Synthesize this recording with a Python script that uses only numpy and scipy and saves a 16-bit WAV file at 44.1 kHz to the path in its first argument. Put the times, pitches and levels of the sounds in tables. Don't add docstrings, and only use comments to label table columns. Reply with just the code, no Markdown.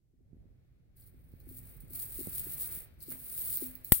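import sys
import numpy as np
from scipy import signal
from scipy.fft import rfft, irfft
from scipy.io import wavfile

SR = 44100
rng = np.random.default_rng(int(sys.argv[2]) if len(sys.argv) > 2 else 0)


def int16_out(signal):
    q = np.round(np.clip(np.atleast_2d(signal).T, -1, 1) * 32767)
    wavfile.write(sys.argv[1], SR, q.astype(np.int16))


N = 176400
TIME = np.arange(N) / SR
TICK_FADE_S = 0.0025

def from_db(db):
    return 10 ** (np.asarray(db) / 20)

def unit_power(x):
    return x / np.sqrt(np.mean(x ** 2) + 1e-20)

def curve(rows):
    return np.interp(TIME, *np.transpose(rows))

def pan(db):
    return from_db(np.array([[db], [-db]]) / 2)

def noise():
    return rng.standard_normal((2, N))

def keep_band(x, hz, kind, order=2):
    return signal.sosfilt(signal.butter(order, hz, kind, fs=SR, output="sos"), x + 1e-18)

def colour(x, table, size=8192):
    hz, *sides = np.transpose(table)
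    log_hz = np.log(np.maximum(np.arange(size // 2 + 1) * SR / size, 1))
    gains = from_db([np.interp(log_hz, np.log(hz), db) for db in sides])
    cepstrum = irfft(np.log(gains))
    cepstrum[:, 1:size // 2] *= 2
    cepstrum[:, size // 2 + 1:] = 0
    response = unit_power(irfft(np.exp(rfft(cepstrum)))) / np.sqrt(size)
    return signal.fftconvolve(x, response, axes=1)[:, :N]

def drift(hz):
    return unit_power(keep_band(rng.standard_normal(N + SR), hz, "low")[SR:])

def decay(start, fade_s):
    return (TIME >= start) * from_db(-60 * np.clip((TIME - start) / fade_s, 0, 4))

def click(start):
    return 1. * (np.arange(N) == int(start * SR))

def ring(x, hz, fade_s):
    shrink = from_db(-60 / (fade_s * SR))
    turn = 2 * np.pi * hz / SR
    return signal.lfilter([0, np.sin(turn)], [1, -2 * shrink * np.cos(turn), shrink ** 2], x + 1e-18)

def room(x, echo_db=-6, fade_s=0.15):
    tail = unit_power(noise() * decay(0.0023, fade_s)) / np.sqrt(N)
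    return x + from_db(echo_db) * signal.fftconvolve(x, tail[:, :SR // 2], axes=1)[:, :N]

# frequency in Hz, likeness (1 same, 0 unrelated, -1 opposite).
LIKENESS = [(30, 0.2), (60, 1), (110, 0.8), (200, 0.1), (300, 0.3), (400, 0.12), (500, -0), (800, 0.08),
            (1300, 0.08), (2000, -.1), (2900, -0.35), (4500, -0.29)]
def paired_noise():
    hz, alike = np.transpose(LIKENESS)
    log_hz = np.log(np.arange(1, N // 2 + 2) * SR / N)
    alike = np.interp(log_hz, np.log(hz), alike)
    shared, opposed = irfft(rfft(noise()) * np.sqrt([1 + alike, 1 - alike]), N)
    return unit_power(np.array([shared + opposed, shared - opposed]))

# frequency in Hz, left dB, right dB.
RUMBLE_TONE = [(14.8, -4.5, -9), (29.8, -14.5, 2), (48, 4.5, 9.5), (74.4, 2.5, -2.5), (134, -5, 3),
               (200, -9.5, -10.5), (400, -18.5, -19.5), (664, -27.5, -29.5), (1500, -59.5, -58.5)]
# time in seconds, relative level in dB.
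RUMBLE_LEVEL = [(0.0, -75.5), (0.12, -74), (0.42, -59.5), (0.73, -69), (0.89, -66.5), (1.47, -58),
                (2.17, -56), (2.41, -55.5), (2.93, -62.5), (3.11, -61), (3.56, -59.5), (3.9, -63)]
# start in seconds, relative level in dB, pitch in Hz, treble cut in Hz, pan in dB.
BUMPS = [(0.33, -47, 119, 360, -18), (0.344, -49, 200, 380, -2), (.367, -51, 222, 400, 8),
         (0.455, -54.5, 150, 323, -16), (1.337, -44.5, 89.5, 385, -17), (1.836, -47.5, 111, 280, -16),
         (2.272, -32.5, 167, 620, -12.5), (2.282, -39.5, 100, 347, -8), (2.773, -51, 140, 327, -16),
         (3.118, -39, 128, 1900, 9), (3.155, -45.5, 200, 2000, 1)]
def hands():
    sound = colour(paired_noise(), RUMBLE_TONE) * from_db(4.5 + curve(RUMBLE_LEVEL))
    for start, db, hz, cut_hz, side in BUMPS:
        thud = np.gradient(ring(click(start), hz, fade_s=0.018))
        thud = keep_band(thud, cut_hz, "low", order=4)
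        sound += from_db(db - 2) * pan(side) * thud / np.abs(thud).max()
    return sound

# start in seconds, strength in dB for the short notes, then for the long note.
KNOCKS = [(0.134, -65.5, -68.5), (0.204, -64, -68), (1.139, -55.5, -59), (1.468, -48, -49.5),
          (1.51, -49.5, -53.5), (1.904, -49.5, -52.5), (2.187, -37, -42.5), (2.208, -38, -44),
          (2.466, -42.5, -53), (3.081, -42.5, -44.5), (3.621, -33, -38.5)]
# pitch in Hz, gain in dB, fade in seconds, pan in dB.
HANDLE_NOTES = [(257, -10.5, 0.5, 18), (327, 6, 0.019, 6), (398, 1.5, 0.019, 12)]
def knocks():
    sound = 0
    for k, (hz, note_db, fade_s, side) in enumerate(HANDLE_NOTES):
        blows = sum(from_db(long_db if k == 0 else short_db) * click(start)
                    for start, short_db, long_db in KNOCKS)
        note = ring(keep_band(blows, 600, "low"), hz, fade_s)
        sound += (-1) ** k * from_db(note_db + 2) * pan(side) * note
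    return sound

# frequency in Hz, left dB, right dB.
RUB_TONE = [(200, 6.5, 5), (560, 7.5, 4), (950, -4, -2), (1420, 2.5, -1.5), (2240, 4, 1.5),
            (2940, -4.5, -6), (4240, -5, -6), (6900, -18.5, -17.5), (15000, -6.5, -9)]
# time in seconds, relative level in dB.
RUB_FAINT = [(.03, -107), (.2, -102), (.37, -92.5), (.65, -90), (.92, -93)]
RUB_STRONG = [(0.96, -87.5), (0.99, -83), (1.27, -84), (1.68, -74), (1.89, -78), (1.97, -68), (2.1, -71),
              (2.34, -67), (2.76, -64.5), (2.96, -79.5), (3.1, -73.5), (3.12, -61), (3.19, -72.5),
              (3.41, -67), (3.63, -66.5), (3.82, -74), (3.9, -73)]
def rubbing():
    return colour(paired_noise(), RUB_TONE) * from_db(7.5 + curve([*RUB_FAINT, *RUB_STRONG]))

# frequency in Hz, left dB, right dB.
CRACK_TONE = [(300, -8, 4), (790, 8.5, -7), (1380, -9, -10), (2000, 14.5, 2), (2390, 1, 6), (3200, -13, 0),
              (4560, -15, 7), (6400, -1, -7), (8900, 4, 0), (13500, 9, 7), (15300, 13.5, 12)]
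SIZZLE_TONE = [(500, -28, -25), (2000, -21.5, -20), (4130, -12, -15.5), (6160, -18, -17.5),
               (7570, -4.5, -17), (8300, 4.5, -23), (12900, 8, 0), (14400, 10, 9), (16200, 5.5, -2)]
def spark(start=3.9208):
    push = keep_band(decay(start, fade_s=0.02), 1340, "low")
    push = keep_band(push, 70, "high", order=1)
    crack = colour(np.sign(noise()) * from_db(-3.5) * decay(start, fade_s=0.014), CRACK_TONE)
    just_after = start + 0.0015
    sizzle = from_db(-10) * decay(just_after, fade_s=0.016)
    echo = from_db(-19.5) * decay(just_after, fade_s=0.24)
    return crack + colour(noise() * (sizzle + echo), SIZZLE_TONE) - from_db(-10) * pan(16.5) * push

# start in seconds, tick strength in dB, tick pan in dB, mesh ring strength in dB.
FLICKS = [(.970, -52, -6, -72.5), (1.02, -50, 3, -69), (1.066, -47, 0, -75), (1.319, -52, 0, -76),
          (1.402, -38, 0, -70), (1.490, -32.5, 6, -68.5), (1.804, -42, -8, -88), (1.907, -32, 2, -71),
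          (1.964, -32, -2, -70), (2.195, -41, 9, -54), (2.442, -27, 1, -75), (2.61, -25, -2, -68),
          (2.644, -25, -6, -57), (3.005, -35, 10, -57), (3.0267, -43, -4, -62), (3.062, -39, -4, -62),
          (3.104, -25, -16, -59), (3.504, -15.5, 13, -66), (3.5722, -9.5, -7, -48.5),
          (3.754, -24.5, -10, -66), (3.8474, -21, -6, -59)]
# frequency in Hz, left dB, right dB.
TICK_TONE = [(2000, -24, -50), (6000, -23, -20), (9650, 1, -16), (13500, 8.5, -11), (14500, -2, 9),
             (14700, 2, 12.5)]
MESH_TONE = [(2500, -27, -23), (3500, -29, -19), (4100, 9, -4), (4900, 2, -0.5), (6270, -7, -17),
             (9000, 1, -29), (16000, -58, -22)]
def flicks():
    tick_level = jolts = mesh_level = 0
    for start, db, side, mesh_db in FLICKS:
        tick_level += from_db(db) * pan(side) * decay(start, TICK_FADE_S)
        jolts += from_db(db - 10.5) * click(start)
        mesh_level += from_db(mesh_db - 3.5) * decay(start, fade_s=0.15)
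    ticks = np.sign(noise()) * tick_level
    microphone_ring = pan(-3) * ring(jolts, hz=15600, fade_s=0.005)
    mesh = noise() * mesh_level
    return colour(room(ticks), TICK_TONE) + microphone_ring + colour(mesh, MESH_TONE)

# time in seconds, relative level in dB.
GENTLE_STIR = [(0.9, -102), (0.94, -108), (0.968, -61), (1.06, -66.5), (1.066, -57.5), (1.106, -76),
               (1.444, -69.5), (1.5, -56.5), (1.59, -51), (1.606, -62), (1.666, -54.5), (1.77, -60),
               (1.796, -74), (1.804, -56.5), (1.854, -70), (1.9, -57)]
FIRST_SHAKE = [(1.9, -57), (1.962, -40.5), (2.034, -40), (2.062, -47), (2.2, -41), (2.278, -47),
               (2.384, -35), (2.422, -43.5), (2.542, -41), (2.566, -47), (2.612, -34), (2.69, -43.5),
               (2.756, -39.5), (2.844, -55.5), (2.87, -77), (2.98, -81)]
SECOND_SHAKE = [(2.98, -80), (3.03, -43.5), (3.046, -60.5), (3.106, -39.5), (3.16, -52), (3.372, -38),
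                (3.562, -35.5), (3.574, -41), (3.582, -40.5), (3.63, -37), (3.74, -58.5), (3.754, -62.5),
                (3.836, -66), (3.846, -48.5), (3.91, -49)]
# frequency in Hz, left dB, right dB.
TINSEL_TONE = [(940, -38.5, -45), (3430, -23, -23.5), (4380, -14.5, -24.5), (5730, -23, -24),
               (7070, -19.5, -25.5), (7530, -13.5, -29.5), (8720, -1.5, -24), (9860, -2.5, -22),
               (13060, -1, -13), (15230, -2, 6.5), (15140, -3, 6.5)]
def tinsel(touches_per_s=5000, crinkles_per_s=70):
    shake_db = curve([(0, -110), (0.89, -110), *GENTLE_STIR, *FIRST_SHAKE, *SECOND_SHAKE])
    rate = touches_per_s * from_db(shake_db + 42)
    chance = np.clip(rate / SR, 1e-4, 1)
    sizes = from_db(2.5 * np.minimum(rng.exponential(1, N), 4))
    touches = unit_power((rng.random(N) < chance) * sizes * noise() / np.sqrt(chance))
    kicks = (rng.random(N) < crinkles_per_s / SR) * rng.exponential(1, N) * from_db(7)
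    shrink = from_db(-60 / (TICK_FADE_S * SR))
    crinkles = noise() * signal.lfilter([1], [1, -shrink], kicks + 1e-18)
    rustle = unit_power(touches + crinkles + noise())
    flutter_db = 2 * drift(hz=65)
    rustle *= from_db(6 + shake_db + flutter_db)
    return colour(room(rustle), TINSEL_TONE)

def scene():
    return tinsel() + flicks() + rubbing() + knocks() + hands() + spark() + from_db(-92) * noise()

def record(dry):
    treble_cut = signal.ellip(10, 0.2, 70, 15850, fs=SR, output="sos")
    return signal.sosfilt(treble_cut, np.clip(dry, -1, 1))

dry = scene()
out = record(dry)
int16_out(out)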